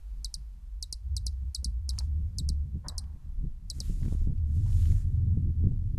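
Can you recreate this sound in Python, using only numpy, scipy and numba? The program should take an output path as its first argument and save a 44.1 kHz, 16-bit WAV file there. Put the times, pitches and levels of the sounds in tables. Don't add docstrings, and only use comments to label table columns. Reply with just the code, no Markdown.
import sys
import numpy as np
from scipy import signal
from scipy.fft import rfft, irfft
from scipy.io import wavfile
from scipy.ndimage import uniform_filter1d
from numba import njit

SR = 44100
rng = np.random.default_rng(int(sys.argv[2]) if len(sys.argv) > 2 else 0)


def dump(signal):
    limited = np.clip(np.atleast_2d(signal).T, -1, 1)
    pcm = np.round(limited * 32767).astype(np.int16)
    wavfile.write(sys.argv[1], SR, pcm)


def boost_factor(decibels):
    exponent = np.asarray(decibels, float) / 20
    return 10 ** exponent


N = 263718
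TIME = np.arange(N) / SR
LEAD_MS = 5


def level(x, db):
    return x * boost_factor(db) / np.sqrt(np.mean(x ** 2))


def shaped(spectrum, size=N):
    point_hz, point_db = np.transpose(spectrum)
    bin_hz = np.arange(1, size // 2 + 2) * SR / size
    gain = boost_factor(np.interp(np.log(bin_hz), np.log(point_hz), point_db, left=-99, right=-99))
    return level(irfft(rfft(rng.standard_normal(size)) * gain, size), 0)


def walk(rate_hz):
    hold = int(SR / rate_hz)
    steps = np.repeat(rng.standard_normal(N // hold + 1), hold)
    smooth = uniform_filter1d(uniform_filter1d(steps, hold), hold)
    return level(smooth[:N], 0)


def add(out, start_s, sound):
    i = int(start_s * SR)
    out[i:i + len(sound)] += sound[:N - i]


def bell(centre_s, width_ms):
    return np.exp(-((TIME - centre_s) * 1000 / width_ms) ** 2)


def steadied(noise, window_s, share):
    loudness = uniform_filter1d(np.abs(noise), int(window_s * SR))
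    return noise / (loudness + 0.1 * noise.std()) ** share


@njit
def moving_bandpass(x, hz, q):
    y, band, low = np.empty(len(x)), 0., 0.
    for i in range(len(x)):
        g = np.tan(np.pi * hz[i] / SR)
        v = (band + g * (x[i] - low)) / (1 + g * (g + 1 / q))
        band = 2 * v - band
        low = low + 2 * g * v
        y[i] = v / q
    return y


def vortex_hum(strength_db, hz):
    hum = steadied(moving_bandpass(rng.standard_normal(N), hz, 3.3), 0.016, 0.78)
    hum = boost_factor(strength_db) * moving_bandpass(moving_bandpass(hum, hz, 1.55), hz, 1.7)
    for _ in range(2):
        hum = uniform_filter1d(hum, int(0.0012 * SR))
    return level(hum, -31)


def wind_rumble(rumble_db):
    noise = shaped([(5, -12.5), (15, -1), (28, 0), (40, 6), (55, -11.5), (80, -23.5)])
    return boost_factor(rumble_db) * level(steadied(noise, .06, .25), 0)


def gust_flutter(strength_db, hz, lull_db):
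    # columns centre_s, peak_db, rise_and_fall_ms
    gusts = [(.2, -59, 40), (.385, -52, 20), (.62, -64, 60), (1.43, -50, 20), (1.66, -41, 20),
             (2.0, -56, 80), (2.2, -48, 70), (2.41, -36, 25), (2.5, -40, 30), (2.66, -45, 25),
             (2.76, -36, 20), (2.88, -39, 20), (3.05, -53, 60), (3.15, -46, 20), (3.27, -49, 30),
             (3.445, -35, 28), (3.63, -54, 40), (3.79, -44, 35), (3.9, -38, 40), (4.06, -33, 35),
             (4.3, -33, 25), (4.56, -41, 70), (4.9, -43, 80), (5.27, -39, 70), (5.38, -33, 25),
             (5.48, -36, 20), (5.66, -29, 40), (5.83, -42, 25), (5.96, -38, 25)]
    gain = boost_factor(-62 + 1.0 * (strength_db + 33) + .5 * lull_db)
    for centre_s, db, ms in gusts:
        gain = gain + boost_factor(db) * np.exp(-np.abs(TIME - centre_s) * 1000 / ms)
    noise = shaped([(90, -15.5), (130, 3.5), (200, -6.0), (300, -18.5), (450, -33.0), (700, -54), (1000, -72.0)])
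    flutter = boost_factor(1.5 * walk(35)) * steadied(noise, .04, .25)
    bright = moving_bandpass(flutter, np.full(N, 330.), .8)
    brightness_db = .25 * (hz - 80)
    flutter = flutter + (boost_factor(brightness_db) - 1) * bright
    return gain * level(flutter, 0.18)


def wind():
    # columns time_s, strength_db, hum_pitch_hz, turbulence_db
    wind_course = [(0.0, -39.5, 48.5, -42), (0.38, -39.5, 49, -46), (0.6, -42, 48.6, -54),
                   (0.93, -39, 53.6, -41), (1.13, -30, 67, -43), (1.45, -33.5, 65.4, -42),
                   (1.68, -31.5, 59.3, -38), (1.85, -32, 62, -47), (2.23, -29.5, 72.5, -40),
                   (2.6, -31.5, 68.2, -39), (3.06, -38, 66.4, -41), (3.44, -38, 65, -33),
                   (3.62, -41, 65, -41), (4.06, -33.5, 76.7, -33), (4.4, -29, 78.8, -32),
                   (4.65, -25.5, 89.3, -34), (5.0, -23, 86, -33), (5.98, -30, 87, -35)]
    # columns centre_s, depth_db, width_ms
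    lulls = [(0.042, -11, 17), (0.32, -11.5, 31), (1.001, -11, 30), (1.369, -4.5, 30), (1.548, -21, 30),
             (1.631, -12.5, 17), (2.321, -9, 46), (2.701, -8, 30), (2.851, -11.5, 50), (3.2, -18.5, 38),
             (3.349, -7.5, 23), (3.56, -6.5, 59), (3.72, -6, 46), (3.98, -3.5, 37), (4.36, -7.5, 19),
             (5.011, -14.5, 35), (5.38, -8, 25), (5.1, -5, 30), (5.539, -10, 21), (5.82, -6, 30),
             (5.985, -30, 22)]
    time_s, *columns = np.transpose(wind_course)
    strength_db, hz, turbulence_db = [np.interp(TIME, time_s, column) for column in columns]
    lull_db = sum(db * bell(centre_s, ms) for centre_s, db, ms in lulls)
    rumble_db = turbulence_db + .4 * lull_db + 3 * walk(9.8)
    hum = vortex_hum(strength_db + lull_db, hz)
    return hum + wind_rumble(rumble_db) + gust_flutter(strength_db, hz, lull_db)


def hillside_air():
    # columns pitch_hz, level_db (per Hz)
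    air_colour = [(180, -37), (300, -1), (450, -8.5), (870, -5), (1750, -11), (3300, -13.5), (4300, -13.5),
                  (12500, -17.5), (14400, -19.5)]
    return boost_factor(-75 + 0.98 * walk(3)) * shaped(air_colour)


def push(peak_db, edge_db):
    ms = np.arange(-20, 20, 1000 / SR)
    hz = np.full(len(ms), 520.)
    sign = np.sign(rng.standard_normal())
    ragged = rng.standard_normal(len(ms))
    for q in (0.99, 1.1, 1.1):
        ragged = moving_bandpass(ragged, hz, q)
    edge = level(ragged, edge_db - 16.0)
    pressure = np.hanning(len(ms)) / (1 + (ms / 1.394) ** 2) + edge * np.exp(-(ms / 6.5) ** 2)
    return sign * boost_factor(peak_db + 11) * pressure


def thumps():
    # columns time_s, peak_db, share_above_500_hz_db
    wind_blows = [(0.197, -66, -15), (0.385, -62, -30), (1.657, -46.5, -22), (2.149, -47, -36),
                  (2.417, -42, -45), (2.499, -37, -25), (2.654, -58, -28), (2.753, -39.5, -35),
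                  (3.157, -47.5, -28), (3.968, -50, -35), (3.447, -37, -40), (3.782, -39, -30),
                  (3.895, -29.5, -40), (4.057, -35, -29), (4.078, -29, -32), (4.122, -30, -15),
                  (4.146, -32.5, -19), (4.215, -40, -40), (4.27, -29, -30), (4.3, -35, -27),
                  (4.566, -42, -30), (5.371, -26, -32), (5.499, -40, -42), (5.637, -26.5, -39),
                  (5.667, -27, -30.5), (5.715, -35, -29), (5.82, -43, -35), (5.942, -38, -42)]
    # time_s, depth_db, width_ms
    last_gust = (5.981, -20, 3.5)
    out = np.zeros(N)
    for time_s, db, edge_db in wind_blows:
        add(out, time_s - .016, push(db, edge_db))
    end_s, depth_db, width_ms = last_gust
    return out - boost_factor(depth_db) * bell(end_s, width_ms)


def chip(hold_ms, length_ms, fade_db, flick_db, slack, waver):
    # columns pitch_hz, level_db
    throat = [(3400, -5), (4000, -8), (4600, -2.5), (5300, 3), (6500, 2), (8000, -7), (10200, -7),
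              (12000, -22), (14000, -22)]
    ms = np.arange(len(waver)) / SR * 1000 - LEAD_MS
    after_ms, before_ms = np.maximum(ms, 0), np.minimum(ms, 0)
    sag = (4300 - 32 * ms) * (1 + .005 * slack) + 1700 * np.exp(-after_ms / 3.0)
    snap = (4900 - 60 * ms) / (1 + np.exp((ms - 1.2) / 0.29))
    flick = 1 / (1 + np.exp((length_ms - ms) / .3))
    hz = sag + snap + 1050 * flick
    phase = 2 * np.pi * np.cumsum(hz * (1 + 0.006 * waver)) / SR

    breath = np.clip((ms + hold_ms) / .5, 0, 1) * boost_factor(-fade_db * after_ms + 2.4 * before_ms) * (1 - flick)
    for late_ms, gain in (1.6, 1), (4.2, .8 * (fade_db > .45)):
        breath = breath + gain * boost_factor(flick_db) * np.exp(-((ms - length_ms - late_ms) / 0.42) ** 2)

    throat_hz, throat_db = np.transpose(throat)
    overtone_db = [0, -4.5 + 2.1 * slack + 2.2 * waver, -.5 - 2.0 * waver]
    sound = 0
    for k, db in enumerate(overtone_db, 1):
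        passed_db = np.interp(np.log(k * hz), np.log(throat_hz), throat_db, right=-90)
        sound = sound + boost_factor(db + passed_db - 0.17 * (k - 1) * ms) * np.sin(k * phase)
    hiss = np.diff(rng.standard_normal(len(ms) + 2), 2)
    sound = (sound + boost_factor(-45.5) * hiss * (ms > 1)) * breath
    return sound / np.abs(sound).max()


def shrubs():
    # columns delay_ms, level_db
    twigs = [
        (2.6, -20),
        (4.7, -21.5),
        (7.9, -27.5),
        (11.5, -30),
    ]
    t = np.arange(int(.2 * SR)) / SR
    patches_db = np.repeat(3.0 * rng.standard_normal(len(t) // 60), 60)
    leaves = level(rng.standard_normal(len(t)) * boost_factor(patches_db), 0)
    dying = boost_factor(-51.0 - 60 * t / 0.037) + boost_factor(-53.5 - 60 * t / 0.2)
    leaves = leaves * np.clip(t / 0.0018, 0, 1) * dying
    echoes = leaves + 0.67 * np.diff(leaves, prepend=0)
    for (ms, db), (later, louder) in zip(twigs, rng.standard_normal((len(twigs), 2))):
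        gain = boost_factor(db + 2.6 * np.clip(louder, -1.5, 1))
        add(echoes, ms * (1 + 0.068 * later) / 1000, gain * np.ones(1))
    echoes[0] = 1
    return echoes


def hummingbird():
    # columns start_s, peak_db, hold_at_top_pitch_ms, length_ms, closing_flick_db
    chips = [(0.245, -24.5, .26, 16.7, -14), (.3406, -24.5, .25, 15.6, -18), (0.8256, -25, .8, 16.4, -41),
             (0.9257, -23.5, .6, 14, -13), (1.1654, -24.5, .23, 17, -22), (1.266, -23, 3.8, 15, -13.5),
             (1.5474, -23, 2.1, 17.5, -16), (1.6442, -22.5, .41, 15.7, -15), (1.8909, -24.5, .19, 16.4, -4),
             (1.9868, -24.5, .1, 13, -16), (2.384, -24.5, .3, 19, -19.5), (2.4887, -26, 1, 14.7, -23),
             (2.8833, -26.5, .2, 16.7, -23), (2.9803, -24, 1.2, 14, -15), (3.7, -25, .48, 16.2, -31),
             (3.8024, -25.5, .12, 17, -27)]
    pair_fades = (0.43, 0.97)
    out, size = np.zeros(N), int(.035 * SR)
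    for k, (start_s, db, hold_ms, length_ms, flick_db) in enumerate(chips):
        waver = rng.standard_normal(size)
        waver = level(uniform_filter1d(uniform_filter1d(waver, 60), 60), 0)
        slack = rng.standard_normal()
        sound = boost_factor(db - 0.5) * chip(hold_ms, length_ms, pair_fades[k % 2], flick_db, slack, waver)
        add(out, start_s - .0004 - LEAD_MS / 1000, signal.fftconvolve(sound, shrubs()))
    return out


def rough_bumps():
    # columns time_s, peak_db
    bump_rows = [(0.821, -55), (0.927, -50), (1.164, -50), (1.263, -47.5), (1.627, -50), (1.884, -48.5),
                 (2.283, -58), (2.385, -52), (2.866, -44), (3.256, -58), (3.715, -50), (3.807, -44),
                 (4.016, -50), (4.79, -48), (4.927, -47)]
    out = np.zeros(N)
    for time_s, db in bump_rows:
        add(out, time_s - .016, push(db, -10))
    return out


def sleeve_rubs():
    # columns time_s, level_db
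    strokes = [
        [(1.88, -90), (1.92, -77), (2.0, -74), (2.06, -77), (2.1, -90)],
        [(3.68, -84), (3.74, -74), (3.83, -66.5), (3.93, -67.5), (4.0, -70.5), (4.13, -69), (4.17, -75),
         (4.25, -77), (4.29, -92)],
        [(4.45, -90), (4.56, -72.5), (4.76, -67.5), (4.854, -64), (4.9, -65.5), (5.01, -69), (5.06, -80),
         (5.17, -89)],
    ]
    # columns pitch_hz, level_db (per Hz)
    cloth = [(800, -13.5), (1400, -5), (2400, -8.5), (3300, -5), (5000, 1), (6800, 5), (9000, 3.5),
             (11600, -3.5), (14400, -19)]
    pressure = 0
    for stroke in strokes:
        pressure = pressure + boost_factor(np.interp(TIME, *np.transpose(stroke), left=-140, right=-140))
    cloth_hz, cloth_db = np.transpose(cloth)
    out, flutter = 0, walk(70)
    for hz in 900 * 2 ** np.arange(0, 4.1, .5):
        band_db = np.interp(np.log(hz), np.log(cloth_hz), cloth_db) + 10 * np.log10(hz / 6000)
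        band_db += 2.5 if hz < 4000 else -3.5
        patches_db = 2.0 * walk(14) + .9 * flutter
        fibres = shaped([(hz / 2, -30), (hz / 1.4, -6), (hz, 0), (hz * 1.4, -6), (hz * 2, -30)])
        out = out + pressure * boost_factor(band_db + patches_db) * fibres
    weave = shaped([(5600, -29.5), (6300, -2.0), (6800, 1.5), (7400, -5), (8200, -32.5)])
    return out + pressure * boost_factor(-6.5) * weave


def seam_ticks():
    # columns start_s, peak_db, centre_hz
    ticks = [(1.89, -57, 1390), (1.936, -59, 1100), (1.981, -48, 1210), (2.006, -50.5, 830),
             (2.866, -62, 1300), (3.04, -59, 2100), (4.031, -53, 1300), (4.06, -53, 1590), (4.1, -62, 1310),
             (4.052, -52, 800), (4.084, -54, 1690), (4.138, -58.5, 1090), (4.379, -61.5, 3500),
             (4.662, -52, 846), (4.68, -58.5, 2000), (4.7, -65, 1110), (4.729, -53.5, 2700),
             (4.855, -49.5, 2390), (4.918, -51.5, 1888)]
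    out, t = np.zeros(N), np.arange(int(.015 * SR)) / SR
    for start_s, db, hz in ticks:
        blow = rng.standard_normal(len(t)) * np.exp(-t / 0.0025)
        centre_hz = np.full(len(t), 1. * hz)
        ring = moving_bandpass(moving_bandpass(blow, centre_hz, 1.5), centre_hz, 0.15)
        add(out, start_s, boost_factor(db + 3.0) * ring / np.abs(ring).max())
    return out


def far_knocks():
    # columns peak_s, peak_db, rise_ms, decay_to_minus_60_db_s
    knocks = [
        (1.89, -68, 3, 0.18),
        (2.012, -62, 56, 0.14),
        (2.847, -52, 3, .5),
        (2.95, -73.5, 54, 2.5),
        (4.06, -71.5, 59, 1),
        (4.124, -72, 8, 0),
        (4.662, -66, 3.6, 0.4),
    ]
    # columns pitch_hz, level_db (per Hz)
    knock_colour = [(300, -11), (500, -1.5), (750, 2.5), (1050, 4), (1400, -5), (1900, -9), (2500, -33),
                    (3500, -31.5)]
    gain = 0
    for peak_s, db, rise_ms, decay_s in knocks:
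        dying_db = 60 * (TIME - peak_s) / decay_s
        rising_db = 10 * (peak_s - TIME) * 1000 / rise_ms
        gain = gain + boost_factor(db - np.maximum(dying_db, rising_db))
    return gain * level(boost_factor(1.6 * walk(120)) * shaped(knock_colour), 0.28)


def far_tones():
    # columns start_s, end_s, pitch_hz, level_db
    tones = [
        (2.097, 2.95, 511, -78.5),
        (4.95, 5.441, 883, -85),
    ]
    out = np.zeros(N)
    for start_s, end_s, hz, db in tones:
        fade = np.clip(np.minimum(TIME - start_s, end_s - TIME) / 0.072, 0, 1)
        phase = 2 * np.pi * np.cumsum(hz + 6 * walk(2.0)) / SR
        out = out + fade * boost_factor(db + 2.9 * walk(27)) * np.sin(phase)
    return out


def scene():
    around_phone = wind() + thumps() + rough_bumps() + sleeve_rubs() + seam_ticks()
    hillside = hillside_air() + hummingbird() + far_knocks() + far_tones()
    return (around_phone + hillside)[None]


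def band_limit(x):
    return signal.sosfilt(signal.butter(12, 14440, fs=SR, output="sos"), x)


def record(dry):
    top_cut = signal.ellip(8, .1, 50, 14500, fs=SR, output="sos")
    mix = signal.sosfiltfilt(top_cut, dry)
    return band_limit(mix)


dry = scene()
out = record(dry)
dump(out)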